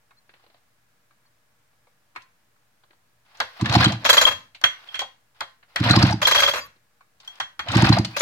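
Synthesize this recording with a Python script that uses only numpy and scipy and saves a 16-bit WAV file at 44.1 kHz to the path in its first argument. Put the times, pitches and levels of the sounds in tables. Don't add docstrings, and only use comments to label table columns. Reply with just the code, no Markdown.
import sys
import numpy as np
from scipy import signal
from scipy.fft import rfft, irfft, next_fast_len
from scipy.io import wavfile
from scipy.ndimage import uniform_filter1d

SR = 44100
rng = np.random.default_rng(int(sys.argv[2]) if len(sys.argv) > 2 else 0)


def inscribe(sig):
    pcm = np.round(np.clip(np.atleast_2d(sig).T, -1, 1) * 32767)
    wavfile.write(sys.argv[1], SR, pcm.astype(np.int16))


def elevation(decibels):
    levels = np.asarray(decibels, float)
    return 10 ** (levels / 20)


N = 362426
TIME = np.arange(N) / SR
SPREAD = 0.92

# (time [s], rasp level [dB])
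PULLS = [
    [(3.6, -34.5), (3.63, -32), (3.756, -17), (3.85, -18.5), (3.92, -28), (4.0, -55), (4.04, -33)],
    [(5.77, -53), (5.795, -31), (5.848, -18), (6.05, -19), (6.13, -32), (6.162, -57), (6.21, -39)],
    [(7.62, -67), (7.64, -48), (7.742, -18.5), (7.87, -18.5), (7.994, -27.5), (8.04, -50), (8.1, -54)],
]
# (time [s], puff level [dB], click level [dB])
COMPRESSIONS = [(3.631, -8, -39), (3.771, -2.5, -34), (3.872, -4, -14.5), (5.815, -8.5, -20.5),
                (5.912, -4, -11), (5.976, -1.5, -8.5), (6.042, -0.5, -6), (6.144, -12, -18.5),
                (7.766, -2, -13.5), (7.835, -1.5, -6.5), (7.906, 0.5, -8), (8, -6.5, -10.5)]
# (time [s], peak level [dB], scrape length [s], strike on the starter cup [dB])
TURNS = [(4.048, -9.5, 0.02, -32.5), (4.090, -5.5, 0.018, -23.5), (4.127, -9.5, 0.024, -38),
         (4.167, -6.5, 0.019, -22.5), (4.211, -9.5, 0.026, -31), (4.24, -22.5, .011, -20),
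         (4.264, -10, 0.027, -39), (4.307, -20.5, 0.026, -67), (6.215, -13, 0.019, -34),
         (6.245, -24.5, 0.007, -42), (6.269, -8, 0.017, -36), (6.309, -9.5, .014, -30.5),
         (6.346, -9.5, 0.024, -27.5), (6.382, -10.5, 0.024, -33.5), (6.421, -9.5, .029, -28),
         (6.473, -13, 0.024, -35.5), (6.506, -30, 0.022, -44), (6.535, -15, 0.014, -50),
         (6.555, -17.5, 0.043, -54), (8.163, -13, 0.0082, -55), (8.206, -6.5, .008, -48)]
# (time [s], peak level [dB], body [Hz], treble [dB], steel ring [dB])
KNOCKS = [(3.371, -46, 4300, 7, -29), (3.401, -7.5, 1183, -3, -14), (3.41, -19, 620, -31, -30),
          (3.595, -29, 835, -23, -30.5), (4.547, -33, 2760, -13.5, -32), (4.613, -30, 1194, 2.5, -18),
          (4.638, -4.5, 1660, -2, 0.5), (4.827, -47, 1130, -38, -33), (4.873, -39, 2640, -22.5, -16),
          (4.942, -22, 1860, -4.5, 0.5), (4.954, -24, 2320, 1.5, -12.5), (4.991, -19, 2400, 5.5, 1.5),
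          (5.004, -29, 1357, 9, 10), (5.016, -18, 817, -9, -11), (5.406, -15, 1268, -1.5, -11),
          (5.418, -28, 707, -30.5, -30.5), (5.627, -43, 1610, -25.5, -25), (5.759, -10, 1540, 1, -9.5),
          (7.2, -41.5, 4000, -8, -18), (7.207, -50.5, 950, -33, -20), (7.231, -43, 934, -20, -20),
          (7.246, -45, 4050, -5, -12), (7.275, -43, 990, 16, 17), (7.355, -48.5, 3200, 11.5, -8),
          (7.4, -14, 1325, -1.5, -4), (7.592, -16, 1440, -3.5, -7)]


def unit(x):
    return x / np.sqrt(np.mean(x ** 2))


def colour(x, points):
    hz, db = np.transpose(points)
    size = next_fast_len(N + SR // 4)
    bins_hz = np.arange(size // 2 + 1) * SR / size
    gain = elevation(np.interp(np.log(bins_hz + 1), np.log(hz), db))
    return irfft(rfft(x, size) * unit(gain), size)[..., :N]


def halves(points, hz):
    low = [p for p in points if p[0] < hz / 1.1]
    high = [p for p in points if p[0] > hz * 1.1]
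    db = np.interp(np.log(hz), np.log([p[0] for p in points]), [p[1] for p in points])
    low = low + [(hz, db - 3), (hz * 1.3, db - 30)]
    high = [(hz / 1.3, db - 30), (hz, db - 3)] + high
    return low, high


def curve(tables, rest=-120.):
    out = np.full(N, rest)
    for rows in map(np.array, tables):
        inside = (TIME >= rows[0, 0]) & (TIME <= rows[-1, 0])
        out[inside] = np.interp(TIME[inside], rows[:, 0], rows[:, 1])
    return out


def add(track, s, piece):
    i = int(s * SR)
    track[..., i:i + piece.shape[-1]] += piece[..., :N - i]


def pair(size):
    mid, side = rng.standard_normal((2, size))
    side = signal.lfilter(*signal.butter(2, 1200., "highpass", fs=SR), side)
    return (mid + SPREAD * side * np.array([[1], [-1]])) / np.sqrt(1 + SPREAD ** 2)


def grit(rate_hz, spread_db):
    size = int(SR / rate_hz)
    steps = np.minimum(rng.exponential(size=N // size + 1), 3)
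    level = uniform_filter1d(np.repeat(steps, size)[:N], size)
    return unit(elevation(spread_db * level) * pair(N))


def ring(x, modes):
    out, first = np.zeros_like(x), np.argmax(x[0] != 0)
    for hz, db, t60 in modes:
        r = np.exp(-np.log(1000) / (t60 * SR))
        poles = [1, -2 * r * np.cos(2 * np.pi * hz / SR), r * r]
        out[:, first:] += elevation(db) * np.sqrt(1 - r * r) * signal.lfilter([1, 0, -1], poles, x[:, first:])
    return out


def shop():
    # (frequency [Hz], level [dB per Hz])
    air_spectrum = [(24, -40), (50, -13), (124, -10.5), (402, -20.5), (444, -23.5), (479, -11.5),
                    (542, -28), (585, -13), (646, -18.5), (697, -18.5), (1630, -18.5), (3140, -25.5),
                    (16000, -32)]
    # (frequency [Hz], level [dB])
    hum_tones = [(119., -78), (1680., -82.5)]
    mid, side = (colour(rng.standard_normal(N), air_spectrum) for _ in range(2))
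    side = signal.sosfilt(signal.butter(1, 500., "highpass", fs=SR, output="sos"), side)
    hum = sum(elevation(db) * np.sin(2 * np.pi * hz * TIME) for hz, db in hum_tones)
    return elevation(-69.5) * (mid + side * np.array([[1], [-1]])) + hum


def room(x):
    t60_s, treble_t60_s, room_db = 0.33, 0.32, -11
    t = np.arange(int(.6 * SR)) / SR
    split = signal.butter(2, 4500., fs=SR, output="sos")
    bass = signal.butter(2, 650., fs=SR, output="sos")
    shared, noise = rng.standard_normal(len(t)), rng.standard_normal((2, len(t)))
    noise = noise + signal.sosfiltfilt(bass, shared - noise)
    low = signal.sosfiltfilt(split, noise)
    tail = low * 1000 ** (-t / t60_s) + elevation(-2.0) * (noise - low) * 1000 ** (-t / treble_t60_s)
    tail = tail * np.minimum(t / 0.00025, 1)
    return elevation(room_db) * signal.fftconvolve(x[:1], tail / np.sqrt(np.sum(tail[0] ** 2)), axes=1)[:, :N]


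def microphones(x):
    lag_s, left_treble_db = .00014, 4.2
    size = next_fast_len(N + SR // 4)
    hz = np.arange(size // 2 + 1) * SR / size
    tilt_db = left_treble_db / 2 * np.clip(np.log2(hz / 2800. + 1e-9), -.15, 1)
    late = np.exp(-2j * np.pi * hz * lag_s)
    return irfft(rfft(x, size) * np.array([elevation(tilt_db), elevation(-tilt_db) * late]), size)[:, :N]


def bench(saw, linger_s):
    # (frequency [Hz], level [dB])
    rumble_spectrum = [(30, -24.5), (70, 3.5), (130, -3), (300, -12), (450, -27), (1500, -62)]
    keep = np.exp(-1 / (linger_s * SR))
    power = signal.lfilter([(1 - keep) ** 2], [1, -2 * keep, keep ** 2], saw[0] ** 2)
    shake = np.sqrt(power + 1e-12)
    return elevation(-28) * colour(shake * rng.standard_normal(N), rumble_spectrum)


def brushing():
    # (start [s], end [s], level at the end [dB])
    rustles = [(0.26, 0.446, -64.5), (0.424, 0.588, -66.5), (3.25, 3.399, -55.5), (3.348, 3.601, -46),
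               (4.691, 4.847, -49.5), (4.853, 4.95, -47.5), (5.347, 5.41, -59), (5.683, 5.766, -57.5),
               (7.218, 7.39, -50.5), (3.998, 4.027, -46.5), (8.057, 8.161, -44.5)]
    swell_db_s = 58
    swell = np.zeros(N)
    for start, end, db in rustles:
        swell += (TIME >= start) * (TIME < end) * elevation(db - swell_db_s * np.abs(end - TIME))
    cloth = [(200, -22.5), (400, -10.0), (800, 5.5), (3000, -1.5), (5000, -5.5), (7000, -23.5)]
    return swell * colour(grit(100, 2.4), cloth)


def squeaks():
    # (start [s], length [s], from [Hz], to [Hz], level [dB])
    slides = [
        (0.163, .04, 4150, 4270, -63),
        (1.252, .03, 4450, 4500, -63),
        (6.602, 0.081, 1050, 1183, -45.5),
        (6.597, 0.063, 4920, 4670, -38.5),
        (6.635, .045, 12900, 11500, -55),
        (8.135, 0.032, 2320, 2640, -36),
    ]
    out = np.zeros(N)
    for s, length, from_hz, to_hz, db in slides:
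        u = np.linspace(0, 1, int(length * SR))
        flutter = elevation(4. * np.interp(u, np.linspace(0, 1, 9), rng.standard_normal(9)))
        phase = 2 * np.pi * np.cumsum(from_hz + (to_hz - from_hz) * u) / SR
        add(out, s, elevation(db) * np.sin(np.pi * u) * flutter * np.sin(phase))
    return out


def knocks():
    # (time [s], peak level [dB], body [Hz])
    tick_rows = [(3.611, -22, 4350), (3.752, -13.5, 4500), (3.657, -15, 3040), (3.695, -14.5, 3060),
                 (3.7243, -15, 4170), (3.7374, -19, 4500), (3.7968, -28, 4280), (3.8425, -7.5, 4100),
                 (3.921, -17.5, 3815), (5.8383, -16.5, 3144), (5.911, -9.5, 4040), (5.9894, -15, 3120),
                 (6.0663, -23, 4260), (6.1082, -20, 4235), (7.684, -15.5, 2700), (7.7176, -18, 4100),
                 (7.768, -12, 4040), (7.85, -17.5, 4280), (7.9277, -19.5, 3870), (8.0475, -13, 3520)]
    # (time [s], peak level [dB], body [Hz])
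    tap_rows = [(.107, -40.5, 1100), (1.108, -46, 1020), (1.25, -55, 1160), (1.73, -55, 608),
                (1.869, -46, 745), (2.151, -36.5, 1090), (2.160, -19.5, 1380), (2.172, -45, 2210),
                (2.207, -43, 2200), (2.219, -44, 3860), (2.561, -54, 918), (7.007, -40, 950),
                (6.76, -46.5, 300)]
    # (time [s], peak level [dB], body [Hz])
    creak_rows = [(0.292, -42.5, 1790), (0.337, -44, 2070), (0.362, -54, 700), (.395, -54, 1070),
                  (0.438, -48, 720), (.463, -47, 700), (.499, -47.5, 700), (.543, -46.5, 715),
                  (2.835, -47.5, 980), (2.906, -47, 1620), (2.93, -51, 960)]
    click_lead_s, click_hz = 0.014, 4500
    # (time, peak dB, body Hz, treble dB, steel ring dB)
    ticks = [(*row, -29, -42) for row in tick_rows]
    clicks = [(s - click_lead_s, db, click_hz, -29.5, -42) for s, _, db in COMPRESSIONS]
    taps = [(*row, -40, -40) for row in tap_rows]
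    creaks = [(*row, -40, -40) for row in creak_rows]
    # (rows, casing dB, rise s, t60 s, thud dB, snaps like metal, touches the shell)
    kinds = [(KNOCKS, 0., .002, 0.092, -30, False, False),
             (ticks, -2., .001, 0.042, -30, True, False),
             (clicks, -4., .001, 0.016, -30, True, False),
             (taps, -8., .002, 0.067, -17.5, False, True),
             (creaks, 3., .002, 0.06, -5, False, False)]
    out, wide, crack, drive, thud, snap, shell = np.zeros((7, 2, N))
    t = np.arange(int(.2 * SR)) / SR
    for rows, casing_db, rise, t60, thud_db, snaps, touches in kinds:
        for s, db, hz, treble_db, ring_db in rows:
            shape = np.minimum(t / rise, 1) * np.exp(-np.log(1000) * t / t60)
            blow = elevation(db - 10.0) * shape * pair(len(t))
            body = signal.butter(2, [hz / 1.6, hz * 1.6], "bandpass", fs=SR, output="sos")
            add(out, s, signal.sosfilt(body, blow) * np.sqrt(SR / 2 / hz))
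            add(wide, s, elevation(casing_db) * blow)
            add(crack, s, elevation(treble_db) * blow * np.exp(-t / 0.004))
            add(drive, s, elevation(ring_db) * blow)
            add(thud, s, elevation(thud_db) * blow)
            if touches:
                add(shell, s, blow * np.exp(-t / .02))
            if snaps:
                add(snap, s, elevation(-20.5) * blow * np.exp(-t / 0.0032))
    out += colour(wide, [(100, -27.5), (200, -20.5), (400, -17.5), (560, 2.5), (2300, -3.0), (4500, -2.0),
                         (6500, -50.5)])
    out += colour(snap, [(7000, -33.0), (9500, -3.5), (16000, 7)])
    out += colour(thud, [(170, -31.0), (320, 2.5), (520, -11.0), (1500, -42.5)])
    out += colour(crack, [(4000, -15.0), (5200, 1.5), (8000, -8.0), (14000, -17), (15500, -34.5)])
    return out, drive, shell


def cup():
    # (frequency [Hz], level [dB], t60 [s])
    cup_modes = [(3232, -8., .09), (3261, -1., .2), (3296, -14., .12)]
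    # (time [s], level [dB])
    brushes = [
        (6.252, -26),
        (6.3, -33),
        (6.332, -32),
        (6.376, -26),
        (6.462, -26.5),
        (6.511, -38.5),
        (4.886, -53),
        (7.441, -51),
    ]
    strike_lag_s, knock_strike_db = 0.011, -22.5
    mute, mute_s = .65, .009
    drive = np.zeros((2, N))
    push_t = np.arange(int(.004 * SR)) / SR
    push = np.hanning(len(push_t)) * np.cos(2 * np.pi * cup_modes[1][0] * push_t)
    hits = [(s + strike_lag_s, db) for s, _, _, db in TURNS]
    hits += [(s, db + ring_db + knock_strike_db) for s, db, _, _, ring_db in KNOCKS]
    hits += list(brushes)
    for (s, db), side in zip(hits, rng.uniform(.6, 1.4, len(hits))):
        add(drive, s, elevation(db + 6.5) * push * np.array([[side], [1 / side]]))
    rubs, t = np.zeros(N), np.arange(-3 * mute_s, 3 * mute_s, 1 / SR)
    for row in TURNS:
        add(rubs, row[0] + t[0], np.log(1 - mute * np.exp(-(t / mute_s) ** 2)))
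    return np.exp(rubs) * ring(drive, cup_modes)


def flicks():
    # (time [s], level [dB])
    scratches = [
        (4.052, -25),
        (6.216, -21),
        (6.43, -24.5),
        (6.535, -29),
        (6.579, -31.5),
        (8.046, -44),
        (7.398, -36),
        (8.164, -38),
        (8.192, -16),
    ]
    # (frequency [Hz], level [dB], t60 [s])
    coil_modes = [(5840, -9, .12), (6745, -14, 0.13), (7340, -21.5, .08), (10900, -20.5, 0.073),
                  (14110, -30, .06)]
    drive = np.zeros((2, N))
    t = np.arange(int(.03 * SR)) / SR
    for s, db in scratches:
        add(drive, s, elevation(db) * np.exp(-t / 0.0053) * pair(len(t)))
    return ring(drive, coil_modes)


def rewind():
    # (start [s], spring slackens [s], level [dB])
    rattles = [
        (4.045, 4.23, -28.5),
        (6.22, 6.46, -28.5),
        (8.168, 8.3, -30),
    ]
    # (frequency [Hz], level [dB per Hz])
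    housing_spectrum = [(120, -54.5), (200, -27.5), (448, -18.5), (491, -8.5), (601, -1.5), (749, -15),
                        (933, -4), (2050, -10), (2960, -8), (3250, -4.5), (3560, -4.5), (6640, -12.5),
                        (8740, -41.5), (14300, -39), (15000, -56.5), (16000, -71)]
    rattle_fade_db_s = 183
    scrape, treble, drive, rattle = np.zeros((4, N))
    t = np.arange(int(.15 * SR)) / SR
    for s, db, hold, _ in TURNS:
        fall = np.exp(-np.maximum(t - hold, 0) / .004 - t / .06)
        shape = elevation(db - 7.) * np.minimum(t / .003, 1) * fall
        add(scrape, s, shape)
        add(treble, s, shape * elevation(-0.5 + 0.4 * db) * np.exp(-t / .03))
        add(drive, s, shape * elevation(-1.5))
    for start, slack, db in rattles:
        rattle += (TIME >= start) * elevation(db - 3.5 - rattle_fade_db_s * np.maximum(TIME - slack, 0))
    low, high = halves(housing_spectrum, 2700)
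    dull, bright = grit(500, 2), grit(600, 2)
    body = colour((scrape + rattle) * dull, low)
    body = body + elevation(-4.5) * colour((treble + elevation(6.5) * rattle) * bright, high)
    return body, (drive + elevation(-20.5) * rattle) * grit(120, 6.3)


def pings():
    # (time [s], peak level [dB], pitch [Hz])
    pawl_snaps = [(3.6593, -22, 3160), (3.7264, -17, 4170), (3.752, -14.5, 4270), (3.8468, -6.5, 4050),
                  (3.8583, -9.5, 3200), (5.8512, -18.5, 3320), (5.8955, -21, 3880), (5.909, -5, 4040),
                  (5.932, -12.5, 4300), (5.9608, -11.5, 4900), (6.0255, -11.5, 4970), (6.0651, -24, 4350),
                  (6.0774, -29.5, 3330), (6.1095, -25.5, 4190), (6.1255, -22, 4850), (7.6868, -19, 3100),
                  (7.7189, -26.5, 4020), (7.7356, -20.5, 2640), (7.818, -32, 3820), (7.8545, -24, 4290),
                  (7.871, -15, 2600), (7.8895, -28, 3790), (7.9264, -8.5, 4080), (7.9843, -20, 4790),
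                  (8.0492, -20.5, 4530)]
    # (time [s], peak level [dB], pitch [Hz])
    crank_clunks = [(3.611, -20, 1013), (3.659, -16, 1750), (3.7239, -13, 944), (3.7994, -31, 1390),
                    (3.8284, -11, 1648), (3.843, -8, 1410), (5.8674, -18, 980), (5.908, -8, 1400),
                    (5.9749, -10.5, 1053), (6.077, -20.5, 1430), (7.688, -27, 980), (7.7374, -27, 890),
                    (7.777, -17, 1550), (7.797, -19, 1390), (7.87, -16, 940), (7.9231, -11.5, 963)]
    out = np.zeros(N)
    t = np.arange(int(.06 * SR)) / SR
    for rows, gain_db, t60 in ((pawl_snaps, -0.5, 0.038), (crank_clunks, -3.5, .05)):
        for s, db, hz in rows:
            neighbour_hz = hz * rng.uniform(.8, 1.25)
            tone = np.sin(2 * np.pi * hz * t) + .45 * np.sin(2 * np.pi * neighbour_hz * t)
            add(out, s, elevation(db + gain_db) * np.minimum(t / 0.00081, 1) * 1000 ** (-t / t60) * tone)
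    return out


def whistle():
    # (top of stroke [s], length [s], level [dB])
    breaths = [(3.625, 0.031, -40), (3.77, 0.034, -24.5), (3.853, 0.038, -39), (3.938, 0.034, -29.5),
               (5.899, 0.025, -27.5), (5.971, 0.029, -19.5), (6.036, 0.038, -22), (6.068, 0.018, -26),
               (6.145, 0.047, -24.5), (7.697, .035, -37.5), (7.757, 0.028, -29), (7.837, 0.029, -19.5),
               (7.898, 0.027, -22.5), (7.997, 0.033, -24)]
    from_hz, to_hz, waver_share = 590, 1030, .07
    second_ratio, second_db, flutter_db = 1.8, -11.5, 5.5
    out = np.zeros(N)
    for s, length, db in breaths:
        u = np.linspace(0, 1, int(length * SR))
        knots = np.linspace(0, 1, 7)
        first, second, waver = (np.interp(u, knots, row) for row in rng.standard_normal((3, 7)))
        pitch = from_hz * (to_hz / from_hz) ** u * (1 + waver_share * waver)
        phase = 2 * np.pi * np.cumsum(pitch) / SR
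        tone = elevation(flutter_db * first) * np.sin(phase)
        tone += elevation(second_db + flutter_db * second) * np.sin(second_ratio * phase)
        add(out, s - length, elevation(db) * np.sin(np.pi * u) * tone)
    return out


def effort():
    stall_db, lag_s, stall_s = -12, 0.0012, 0.0055
    stalls = sum(np.exp(-((TIME - s - lag_s) / stall_s) ** 2) for s, _, _ in COMPRESSIONS)
    return curve(PULLS) + stall_db * stalls


def chatter(split_hz):
    rings_per_s = 1200
    out = np.zeros((2, 2, N))
    for rows in PULLS:
        start, length = rows[0][0], rows[-1][0] - rows[0][0]
        for when, pitch, glide, size, turn in rng.random((int(length * rings_per_s), 5)):
            hz = 480 * 12 ** pitch ** .75
            cycles = np.arange(int(24 * SR / hz)) * hz / SR
            level = (hz / 1000) ** .8 * elevation(-3.5 * np.log(1.04 - size))
            shape = np.minimum(cycles, 1) * np.exp(-cycles / 5) * level
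            between_mics = np.array([[0], [SPREAD * hz / 800 * (turn - .5)]])
            phase = 2 * np.pi * cycles * (1 + .02 * (glide - .5) * cycles) + between_mics
            add(out[int(hz > split_hz)], start + when * length, shape * np.sin(phase))
    return out / 6.3


def works():
    # (frequency [Hz], level [dB per Hz])
    rasp_spectrum = [(350, -17.), (500, -3.), (620, 0.), (900, 0.), (1400, -1.), (2000, -3.), (2800, -5.),
                     (4300, -5.), (5200, -10.), (6200, -22.), (8000, -30.), (10500, -33.), (13000, -35.),
                     (16000, -38.)]
    full_db, lurch_db, lurch_size = -17, 2.5, 500
    low, high = halves([(20, 0), (22000, 0)], 2500)
    low_parts, high_parts = chatter(2500)
    rasp = low_parts + elevation(-9.) * colour(grit(200, 4), low)
    hiss = high_parts + elevation(-3.) * colour(grit(200, 3), high)
    lurch = np.interp(TIME, TIME[::lurch_size], rng.standard_normal(N // lurch_size + 1))
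    db = effort() + lurch_db * lurch
    hiss_db = 1 + 0.14 * (db - full_db)
    return elevation(db - 3.5) * colour(rasp + elevation(hiss_db) * hiss, rasp_spectrum)


def piston():
    # (frequency [Hz], level [dB], t60 [s], lag [s])
    air_modes = [(62, -33., .12, .002), (119, -7.5, .1, .0012), (186, -7., .065, 0.), (245, -19., .04, 0.),
                 (315, -8.5, .055, 0.)]
    # (time [s], puff level [dB])
    returns = [(3.679, -31.5), (3.706, -8), (3.744, -17.5), (3.796, -16), (3.806, -11), (3.829, -14.5),
               (3.899, -24), (3.942, -17), (5.868, -9), (5.942, -8.5), (6.003, -9.5), (6.072, -6.5),
               (6.115, -11.5), (7.702, -16), (7.793, -6), (7.866, -9), (7.934, -2.5), (7.964, -33)]
    rise_s, lead_s = .007, .03
    sharp_stroke, dull_stroke = 0.9, 0.14
    out = np.zeros(N)
    t = np.arange(int(.2 * SR)) / SR - lead_s
    strokes = [(s, db, sharp_stroke) for s, db, _ in COMPRESSIONS]
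    strokes += [(s, db, dull_stroke) for s, db in returns]
    drift = rng.standard_normal((len(strokes), len(air_modes)))
    for (s, db, sharp), shifts in zip(strokes, drift):
        for k, (hz, mode_db, t60, lag) in enumerate(air_modes):
            shape = np.where(t < 0, np.exp(-(t / rise_s) ** 2 / 2), np.exp(-np.log(1000) * t / t60))
            pitch = hz * (1 + (.08 - .065 * sharp) * shifts[k])
            level = elevation(db + mode_db) * sharp ** (max(k - 1, 0) / 1.2)
            add(out, s - lead_s, level * shape * np.cos(2 * np.pi * pitch * (t - lag)))
    gust = colour(rng.standard_normal(N), [(30, -37.0), (60, -7.0), (120, -3.5), (320, -5.0), (420, -31.0),
                                           (1500, -74.0)])
    return out + elevation(effort() - 11.0) * gust


def scene():
    # (frequency [Hz], level [dB], t60 [s])
    spring_modes = [(643, -23.5, 0.17), (1440, -24, 0.03), (1655, -12.5, 0.018), (2030, -15, 0.023),
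                    (4050, -17.5, 0.089), (4040, -13, 0.013), (4600, -15.5, 0.044), (5650, -20.5, 0.097),
                    (5920, -24, 0.1), (6360, -22.5, 0.13), (6750, -21.5, 0.13), (7530, -26.5, .05),
                    (7980, -32, 0.19), (9100, -35.5, .06), (9460, -33, 0.032), (10420, -27, 0.048),
                    (12580, -27.5, .07), (13200, -26.5, .07), (13400, -31, .07), (14110, -26.5, .06),
                    (14570, -34.5, 0.072), (15100, -38, .06)]
    # (frequency [Hz], level [dB], t60 [s])
    steel_modes = [(1540, -21.5, .09), (1954, -23, 0.059), (2070, -23.5, 0.065), (4200, -18.5, 0.028),
                   (5650, -22, 0.07), (5995, -19, 0.09), (6650, -22.5, .09), (7670, -25.5, .06),
                   (10200, -33.5, .04), (14100, -33, .05)]
    # (frequency [Hz], level [dB], t60 [s])
    shell_modes = [(1120, -9, 0.059), (1620, -33.5, 0.054), (2158, -12.5, .08), (2266, -9, 0.1),
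                   (3790, -20.5, 0.066), (4270, -25.5, 0.068)]
    housing, spring_drive = rewind()
    blows, blow_drive, tap_drive = knocks()
    rings = ring(spring_drive, spring_modes) + ring(blow_drive, steel_modes) + flicks()
    rings = signal.sosfilt(signal.butter(6, 14900, fs=SR, output="sos"), rings)
    saw = works() + whistle() + pings() + housing + blows + ring(tap_drive, shell_modes) + brushing()
    air, starter_cup = piston(), cup()
    wet = room(saw + elevation(2) * rings + elevation(-10.0) * starter_cup + elevation(2.5) * air)
    rumble = bench(housing, 0.027) + elevation(-1.0) * bench(blows, 0.0093)
    direct = saw + rings + starter_cup + air + squeaks() + rumble
    return microphones(direct) + wet + shop()


def top_cut(x):
    return signal.sosfilt(signal.butter(12, 16150, fs=SR, output="sos"), x)


def record(dry):
    ceiling, offset = .92, -0.00045
    top = signal.ellip(8, .2, 60, 15950, fs=SR, output="sos")
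    clipped = np.clip(dry, -ceiling, ceiling) + offset
    return top_cut(signal.sosfilt(top, clipped))


dry = scene()
out = record(dry)
inscribe(out)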